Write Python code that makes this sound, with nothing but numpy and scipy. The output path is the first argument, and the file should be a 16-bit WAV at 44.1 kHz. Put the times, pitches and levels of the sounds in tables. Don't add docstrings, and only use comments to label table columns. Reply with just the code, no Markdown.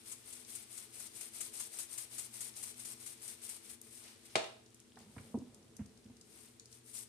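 import sys
import numpy as np
from scipy import signal
from scipy.fft import rfft, irfft
from scipy.io import wavfile
from scipy.ndimage import uniform_filter1d

SR = 44100
rng = np.random.default_rng(int(sys.argv[2]) if len(sys.argv) > 2 else 0)


def digitize_waveform(pressure):
    field = np.atleast_2d(pressure).T
    bounded = np.clip(field, -1, 1)
    quanta = np.round(bounded * 32767).astype(np.int16)
    wavfile.write(sys.argv[1], SR, quanta)


N = 312228
T = np.arange(N) / SR
TICK_LEAN_DB = 4
# [hz, likeness_0_to_1]
PORT_LIKENESS = [(60, 1), (230, 0.6), (920, 0.11), (3600, 0.02), (14100, 0.11)]


def from_db(db):
    return 10 ** (np.asarray(db) / 20)


def rms_one(x):
    mono = np.mean(np.atleast_2d(x), axis=0)
    return x / np.sqrt(np.mean(mono ** 2) + 1e-20)


def filtered(x, order, hz, kind="low"):
    return signal.sosfilt(signal.butter(order, hz, kind, fs=SR, output="sos"), x)


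def lean(db):
    return from_db([[db / 2], [-db / 2]])


def at_hz(points, hz):
    table_hz, values = np.transpose(points)
    return np.interp(np.log(hz), np.log(table_hz), values)


def colour(pair, spectra):
    table_hz, *ports_db = np.transpose(spectra)
    log_hz = np.log(np.maximum(np.fft.rfftfreq(N, 1 / SR), 1))
    gains = from_db([np.interp(log_hz, np.log(table_hz), db) for db in ports_db])
    return rms_one(irfft(rfft(pair) * gains, N))


def stereo_noise():
    mid, side = rfft(rng.standard_normal((2, N)))
    hz = np.maximum(np.fft.rfftfreq(N, 1 / SR), 1)
    alike = np.clip(at_hz(PORT_LIKENESS, hz), -1, 1)
    return irfft(np.sqrt(1 + alike) * mid + np.sqrt(1 - alike) * side * [[1], [-1]], N)


def ring(clicks, hz, t60):
    radius = from_db(-60 / (t60 * SR))
    w = 2 * np.pi * hz / SR
    return signal.lfilter([0, np.sin(w)], [1, -2 * radius * np.cos(w), radius ** 2], clicks + 1e-18)


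def grains(per_s, spread_db):
    sizes = from_db(spread_db * np.minimum(rng.exponential(1, (2, N)), 5))
    signs = rng.choice([-1, 1], (2, N))
    return sizes * signs * (rng.random((2, N)) < per_s / SR)


def background():
    # [hz, left_over_right_db]
    air_lean = [(60, 0.5), (160, 0), (300, 2.5), (600, 4), (5400, -4), (7400, 6), (10000, 11), (14100, -18)]
    # [hz, level_db_per_hz]
    air = [(25, -20), (108, 1.5), (166, -14.5), (234, 4), (290, -8), (331, -3.5), (432, -8), (534, -12),
           (800, -15.5), (2000, -16.5), (7000, -18.5), (9000, -18.5), (11000, -25.5), (14500, -38)]
    # [centre_hz, width_at_half_amplitude_hz, wavering_db, steady_db, left_over_right_db]
    hum = [(121, 1.5, -80.5, -76, -3), (214.7, 15, -81.5, -105, 10), (242.4, 5.9, -77, -90, 5.5),
           (335.4, 6.1, -89, -77.5, 11.5), (434.7, 57, -75, -100, -1)]
    air_db = -68
    leaning = colour(stereo_noise(), [(f, db / 2, -db / 2) for f, db in air_lean])
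    out = from_db(air_db) * colour(leaning, [(f, db, db) for f, db in air])
    hz = np.fft.rfftfreq(N, 1 / SR)
    for centre_hz, width_hz, wavering_db, steady_db, lean_db in hum:
        resonance = 1 / (1 + ((hz - centre_hz) / width_hz * 2) ** 2)
        wavering = rms_one(irfft(rfft(rng.standard_normal(N)) * resonance, N))
        steady = np.sqrt(2) * np.sin(2 * np.pi * centre_hz * T)
        out = out + (from_db(wavering_db) * wavering + from_db(steady_db) * steady) * lean(lean_db)
    return out


def patchy(x, depth_db):
    step = 20
    bands = 8
    hz, spectrum, out = np.fft.rfftfreq(N, 1 / SR), rfft(x), 0
    place = 1.5 * np.log2(np.clip(hz, 500, 12700) / 500)
    wander_band = signal.butter(2, [8, 70], "band", fs=SR / step, output="sos")
    wander = signal.sosfilt(wander_band, rng.standard_normal((bands, N // step + 1)))
    for k, slow in enumerate(wander):
        slow = np.interp(np.arange(N) / step, np.arange(len(slow)), rms_one(slow))
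        band = irfft(spectrum * np.maximum(1 - abs(place - k), 0), N)
        out = out + from_db(depth_db * slow) * band
    return rms_one(out)


def shaker():
    # [slam_s, slam_db, slam_length_s, slide_db, swell_from_6_db_down_s, peak_ahead_of_slam_s,
    #           sag_after_peak_db_per_s, pour_back_db, pour_lasts_s, pour_fade_db_per_s]
    strokes = [(0.115, -45, 0.014, -52, .027, 0.03, 5, -55, 0.04, 140),
               (0.324, -51, 0.014, -53.5, 0.026, .038, 50, -54.5, .1, 44),
               (0.55, -44.5, .0095, -51.5, 0.022, 0.047, 36, -51, 0.082, 82),
               (0.775, -47.5, 0.0099, -53, 0.023, 0.049, 10, -51.5, .072, 77),
               (0.997, -47, 0.0094, -53, 0.018, 0.044, 10, -51, 0.07, 10),
               (1.208, -45, 0.0056, -50.5, 0.029, .034, 120, -46, 0.073, 128),
               (1.405, -39.5, 0.01, -48.5, 0.022, 0.046, 67, -48, 0.074, 36),
               (1.598, -42.5, 0.0095, -48, 0.023, 0.042, 33, -43.5, .072, 130),
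               (1.786, -43.5, 0.019, -49.5, 0.025, 0.042, 40, -44, 0.059, 133),
               (1.977, -42, 0.011, -48.5, 0.031, 0.041, 180, -46.5, 0.059, 60),
               (2.181, -43.5, 0.018, -51, 0.023, 0.045, 10, -47, 0.079, 75),
               (2.406, -43.5, 0.0064, -49.5, 0.022, 0.053, 70, -45, 0.082, 78),
               (2.625, -45, 0.013, -49.5, 0.017, 0.051, 66, -49.5, 0.081, 17),
               (2.849, -46, 0.01, -50, 0.028, 0.043, 180, -50.5, 0.079, -1),
               (3.06, -47, 0.0092, -52.5, 0.028, 0.031, 120, -50, 0.07, 66),
               (3.278, -54, 0.0035, -50.5, 0.028, 0.033, 64, -46.5, 0.058, 127),
               (3.49, -56, .014, -49, 0.024, 0.042, 120, -46, 0.078, 123),
               (3.694, -57.5, 0.025, -57.5, .027, 0.036, 100, -50.5, 0.048, 130),
               (6.939, -58, 0.017, -60, 0.017, 0.053, 50, -52, 0.09, 34)]
    # [middle_s, level_db, half_length_to_6_db_down_s, dullness_db]
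    tips = [(3.863, -62.5, 0.038, 5), (3.966, -56, 0.065, 0.5), (4.076, -59.5, 0.065, 9.5),
            (4.26, -59.5, 0.013, 4), (4.34, -63.5, 0.14, 8.5), (5.01, -67.5, 0.031, 10.5),
            (5.22, -66.5, 0.13, 6.5), (6.396, -60.5, 0.096, 4), (6.748, -62, 0.036, 2),
            (6.884, -62, 0.029, -7), (6.976, -47.5, 0.031, -5)]
    # [hz, left_db_per_hz, right_db_per_hz]
    slide_colour = [(300, -49, -41), (570, -20.5, -20), (1780, -19.5, -21.5), (2150, -16, -15.5),
                    (2710, -16.5, -17.5), (4600, -14.5, -14.5), (5700, -12.5, -12.5), (7140, -10, -12.5),
                    (8200, -1, -20), (9130, 1, -16), (10470, -5.5, -23), (11700, -10, -23),
                    (15600, -19, -23.5)]
    # [hz, left_db_per_hz, right_db_per_hz]
    slam_colour = [(100, -15, -15), (550, -17.5, -31), (1190, -23.5, -13), (2280, -12, -23),
                   (4260, -19, -12.5), (5400, -14, -14), (6880, -2, -6.5), (8100, 2, -14), (9500, 2.5, -12),
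                   (10060, -0.5, -27), (11500, -8.5, -15), (15200, -19, -29)]
    steady_shaking_ends_s, between_db, at_rest_db = 3.76, -64, -81
    slam_fall_db_per_s = 1048
    pour_fall_s = 0.013
    body_follows, full_flow_db = 0.57, -49
    slam_lag_s, slam_blur_s = 0.002, 0.0045

    shaking = T < steady_shaking_ends_s
    slide_power = from_db(2 * np.where(shaking, between_db, at_rest_db))
    slam = np.zeros(N)
    for at, slam_db, length, slide_db, swell_s, lead, sag, back_db, lasts, fade in strokes:
        near = slice(max(round((at - .25) * SR), 0), round((at + .3) * SR))
        t = T[near] - at
        rise = np.clip(t / 0.0052 + .5, 0, 1)
        swell = 6 * (np.maximum(-lead - t, 0) / swell_s) ** 2
        before_db = slide_db - swell - sag * np.maximum(t + lead, 0)
        after_db = back_db - fade * t - 6 * (np.maximum(t - lasts, 0) / pour_fall_s) ** 2
        slide_power[near] += (1 - rise ** 2) * from_db(2 * before_db)
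        slide_power[near] += rise ** 2 * from_db(2 * after_db)
        slam[near] += rise ** 2 * from_db(slam_db - slam_fall_db_per_s * np.maximum(t - length, 0))

    compressed = slide_power ** body_follows * from_db(2 * full_flow_db * (1 - body_follows))
    body_power = np.where(shaking, compressed, slide_power)
    for at, db, half, dull_db in tips:
        near = slice(round((at - .4) * SR), round((at + .4) * SR))
        swell = from_db(2 * (db - 6 * ((T[near] - at) / half) ** 2))
        slide_power[near] += swell
        body_power[near] += swell * from_db(2 * dull_db)

    rustle = patchy(colour(grains(per_s=8000, spread_db=1.6), slide_colour), depth_db=1.65)
    body = filtered(rustle, 2, 5500)
    sliding = np.sqrt(slide_power) * (rustle - body) + np.sqrt(body_power) * body
    blurred = uniform_filter1d(slam, max(round(slam_blur_s * SR), 1))
    far = np.interp(T - slam_lag_s, T, blurred)
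    burst = colour(grains(per_s=17000, spread_db=1.0), slam_colour)
    return sliding + np.array([slam, far]) * burst


def strays():
    per_s, level_db = 82, -81.5
    clicks = grains(per_s=per_s, spread_db=3.0)[0]
    pitches_hz = np.geomspace(3200, 9000, 8)
    dealt = rng.integers(0, len(pitches_hz), N)
    rings = sum(ring(clicks * (dealt == k), hz, 11.0 / hz) for k, hz in enumerate(pitches_hz))
    return from_db(level_db) * rms_one(rings) * lean(TICK_LEAN_DB)


def kitchen(x):
    # [hz, t60_s]
    decay = [(100, 0.49), (600, 0.46), (3000, 0.41), (9000, 0.18), (14000, 0.26)]
    t = np.arange(SR * 3 // 4) / SR
    white = rng.standard_normal((2, 2, len(t)))
    tail = 0
    for k, low_hz in enumerate(45 * 2 ** np.arange(0, 8.5, .5)):
        band = filtered(white[k % 2], 1, [low_hz, np.sqrt(2) * low_hz], "band")
        alike = np.clip(at_hz(PORT_LIKENESS, low_hz), 0, 1)
        band[1] = alike * band[0] + np.sqrt(1 - alike ** 2) * band[1]
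        tail = tail + band * from_db(-60 * t / at_hz(decay, low_hz))
    tail = tail * (1 - np.exp(-t / 0.0032))
    tail = tail / np.sqrt(np.sum(tail ** 2) / 2)
    return signal.fftconvolve(x * np.ones((2, 1)), tail, axes=1)[:, :N]


def ticks():
    # [start_s, level_db, pitch_hz]
    tick_list = [(0.449, -52.5, 6030), (1.116, -62, 6000), (2.539, -57, 6200), (2.566, -51, 6350),
                 (2.742, -56, 5400), (2.9132, -47, 8440), (3.5644, -52, 8800), (3.815, -44, 10700),
                 (4.039, -54, 8660), (4.661, -60, 5400), (4.745, -55.5, 8750), (4.801, -55.5, 8500),
                 (4.957, -61.5, 4600), (4.989, -56.5, 7800), (5.3867, -58.5, 7000), (5.5455, -55, 8200),
                 (5.628, -66, 6000), (5.7665, -51, 8600), (5.86, -59, 8020), (5.9745, -62, 7000),
                 (6.0444, -64, 7000), (6.168, -60, 6880), (6.2118, -53.5, 7140), (6.597, -49, 6760),
                 (6.657, -53, 7600), (6.7153, -62, 6200), (6.727, -52, 7100)]
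    fall_db_per_s, snap_per_db, soft_db = 2600, 200, -50.5
    out, t = np.zeros((2, N)), np.arange(SR // 20) / SR
    for at, db, hz in tick_list:
        noise = rng.standard_normal((2, len(t)))
        band = rms_one(filtered(noise, 2, [hz / 1.6, hz * 1.2], "band"))
        fall = fall_db_per_s + snap_per_db * max(db - soft_db, 0)
        i = round(at * SR)
        out[:, i:i + len(t)] += band * from_db(db - fall * t) * lean(TICK_LEAN_DB)
    return out


def knocks():
    # [start_s, crack_db, ring_over_crack_db, treble_tilt_db]
    landings = [(4.3546, -23, -9.5, 1), (4.361, -32.5, -19, -5), (4.44, -43, -24, 1)]
    # [hz, level_db, t60_s]
    modes = [(124, -12, 0.13), (230, -12.5, .1), (389, -7, 0.14), (489, -11, 0.12), (522, -9, 0.12),
             (583, -3.5, 0.13), (606, -2, 0.17), (700, -6, 0.12), (960, -11, 0.045), (1170, 1.5, 0.051),
             (2265, 8.5, 0.029), (2800, -2, 0.017), (3530, -4, 0.023), (4200, -7, 0.019)]
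    # [hz, left_db_per_hz, right_db_per_hz]
    crack_colour = [(201, -16, -15), (400, 6, 1), (614, 7.5, 5.5), (1590, -7, -5), (2840, 0, -2),
                    (5200, -8, -6), (7160, -9, -11), (9000, -6, -35), (12200, -33, -40)]
    start_s, crack_db, ring_db, tilt_db = np.transpose(landings)
    at = np.round(start_s * SR).astype(int)
    rings, crack = np.zeros((2, N)), np.zeros((2, N))
    for k, (hz, db, t60) in enumerate(modes):
        clicks = np.zeros(N)
        clicks[at] = from_db(crack_db + ring_db + db)
        right_sign = 1 if hz < 600 or k % 3 else -1
        rings += ring(clicks, hz, t60) * (-1) ** k * np.array([[1], [right_sign]])
    noise = colour(stereo_noise(), crack_colour)
    dull = filtered(noise, 2, 2500)
    t = np.arange(SR // 10) / SR
    envelope = from_db(-60 * t / 0.036) * np.minimum(t / 0.0016, 1) ** 2
    for i, db, tilt in zip(at, crack_db, tilt_db):
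        here = slice(i, i + len(t))
        burst = dull[:, here] + from_db(tilt) * (noise - dull)[:, here]
        crack[:, here] += from_db(db) * envelope * burst
    return crack, rings


def bumps():
    # [time_s, level_db]
    handling = [(4.942, -72), (5.232, -65), (5.382, -64.5), (6.11, -72.5), (6.399, -74.5)]
    # [start_s, shudder_db, length_s, shudder_hz, thud_db,
    #                                     grit_over_shudder_db]
    nudges = [(5.004, -55.5, 0.036, 223, -66, -12), (5.062, -57, 0.055, 214, -59, -11),
              (5.165, -44.5, 0.014, 241, -43, -14), (5.195, -48, 0.014, 230, -48, -20),
              (5.343, -29.5, 0.031, 236, -47, -15), (5.373, -35.5, 0.0097, 345, -45, -25),
              (5.396, -46, 0.019, 244, -54, -19), (5.417, -42.5, 0.022, 253, -64, -19),
              (5.793, -36.5, 0.026, 235, -50, -25), (5.806, -44, 0.026, 200, -39.5, -21),
              (6.053, -51, 0.026, 224, -52, -22), (6.099, -51.5, 0.025, 244, -55, -17)]
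    # [hz, level_db, t60_s]
    upper_modes = [(469, 2, 0.051), (680, -4, 0.027), (953, -2.5, .035)]
    swell_skew, grit_fall_db = 0.63, 16
    thud_hz, thud_s = 104.4, 0.025
    tap_db = 4
    low, grit = rng.standard_normal((2, N))
    grit = rms_one(filtered(grit, 5, [280, 950], "band"))
    rumble = rms_one(filtered(low, 2, [50, 420], "band"))
    rumble = rumble + from_db(-2) * rms_one(ring(low, hz=242.0, t60=0.15))
    time_s, rumble_db = np.transpose(handling)
    out = rumble * from_db(np.interp(T, time_s, rumble_db, -120, -120))
    taps = np.zeros(N)
    for at, shudder_db, length, hz, thud_db, grit_db in nudges:
        i, t = round(at * SR), np.arange(round(length * SR)) / SR
        here = slice(i, i + len(t))
        taps[i] = from_db(shudder_db + grit_db + tap_db)
        swell = np.sin(np.pi * (t / length) ** swell_skew)
        out[here] += swell * from_db(shudder_db) * np.sin(2 * np.pi * hz * t)
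        grit_gain = from_db(shudder_db + grit_db - grit_fall_db * t / length)
        out[here] += grit_gain * np.sqrt(swell) * grit[here]
        t = np.arange(round(thud_s * SR)) / SR
        thud = np.sin(np.pi * t / t[-1]) ** 2 * np.sin(2 * np.pi * thud_hz * t)
        out[i:i + len(t)] += from_db(thud_db) * thud
    taps = filtered(taps + 1e-18, 4, 1250)
    return out + sum(from_db(db) * ring(taps, hz, t60) for hz, db, t60 in upper_modes)


def scuffs():
    # [start_s, level_db, time_to_fall_12_db_s, low_hz, high_hz]
    drags = [(4.97, -50.5, 0.0086, 636, 1470), (5.164, -54, 0.0073, 900, 1790),
             (5.18, -48.5, 0.01, 550, 2290), (5.791, -65, .045, 1000, 2480)]
    out, grit = np.zeros((2, N)), grains(per_s=15000, spread_db=0.0)
    grit[1] += grit[0]
    for at, db, length, low_hz, high_hz in drags:
        i, t = round(at * SR), np.arange(round(2 * length * SR)) / SR
        here = slice(i, i + len(t))
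        band = rms_one(filtered(grit[:, here], 3, [low_hz, high_hz], "band"))
        out[:, here] += band * np.minimum(t / .0015, 1) * from_db(db - 12 * t / length)
    return out


def scene():
    spice, soft = shaker(), bumps()
    crack, rings = knocks()
    small = ticks() + strays() + scuffs()
    sent = from_db(-5.0) * crack + from_db(-7.5) * small
    sent = sent + from_db(-10) * spice + from_db(-16) * soft + from_db(-14) * rings
    soft_pair = soft * from_db([[-.8], [.8]])
    return spice + crack + rings + soft_pair + small + kitchen(sent) + background()


def record(dry):
    cutoff_hz = 14330
    dry = filtered(dry, 2, 40, "high")
    return signal.sosfilt(signal.ellip(14, .3, 100, cutoff_hz, fs=SR, output="sos"), dry)


dry = scene()
out = record(dry)
digitize_waveform(out)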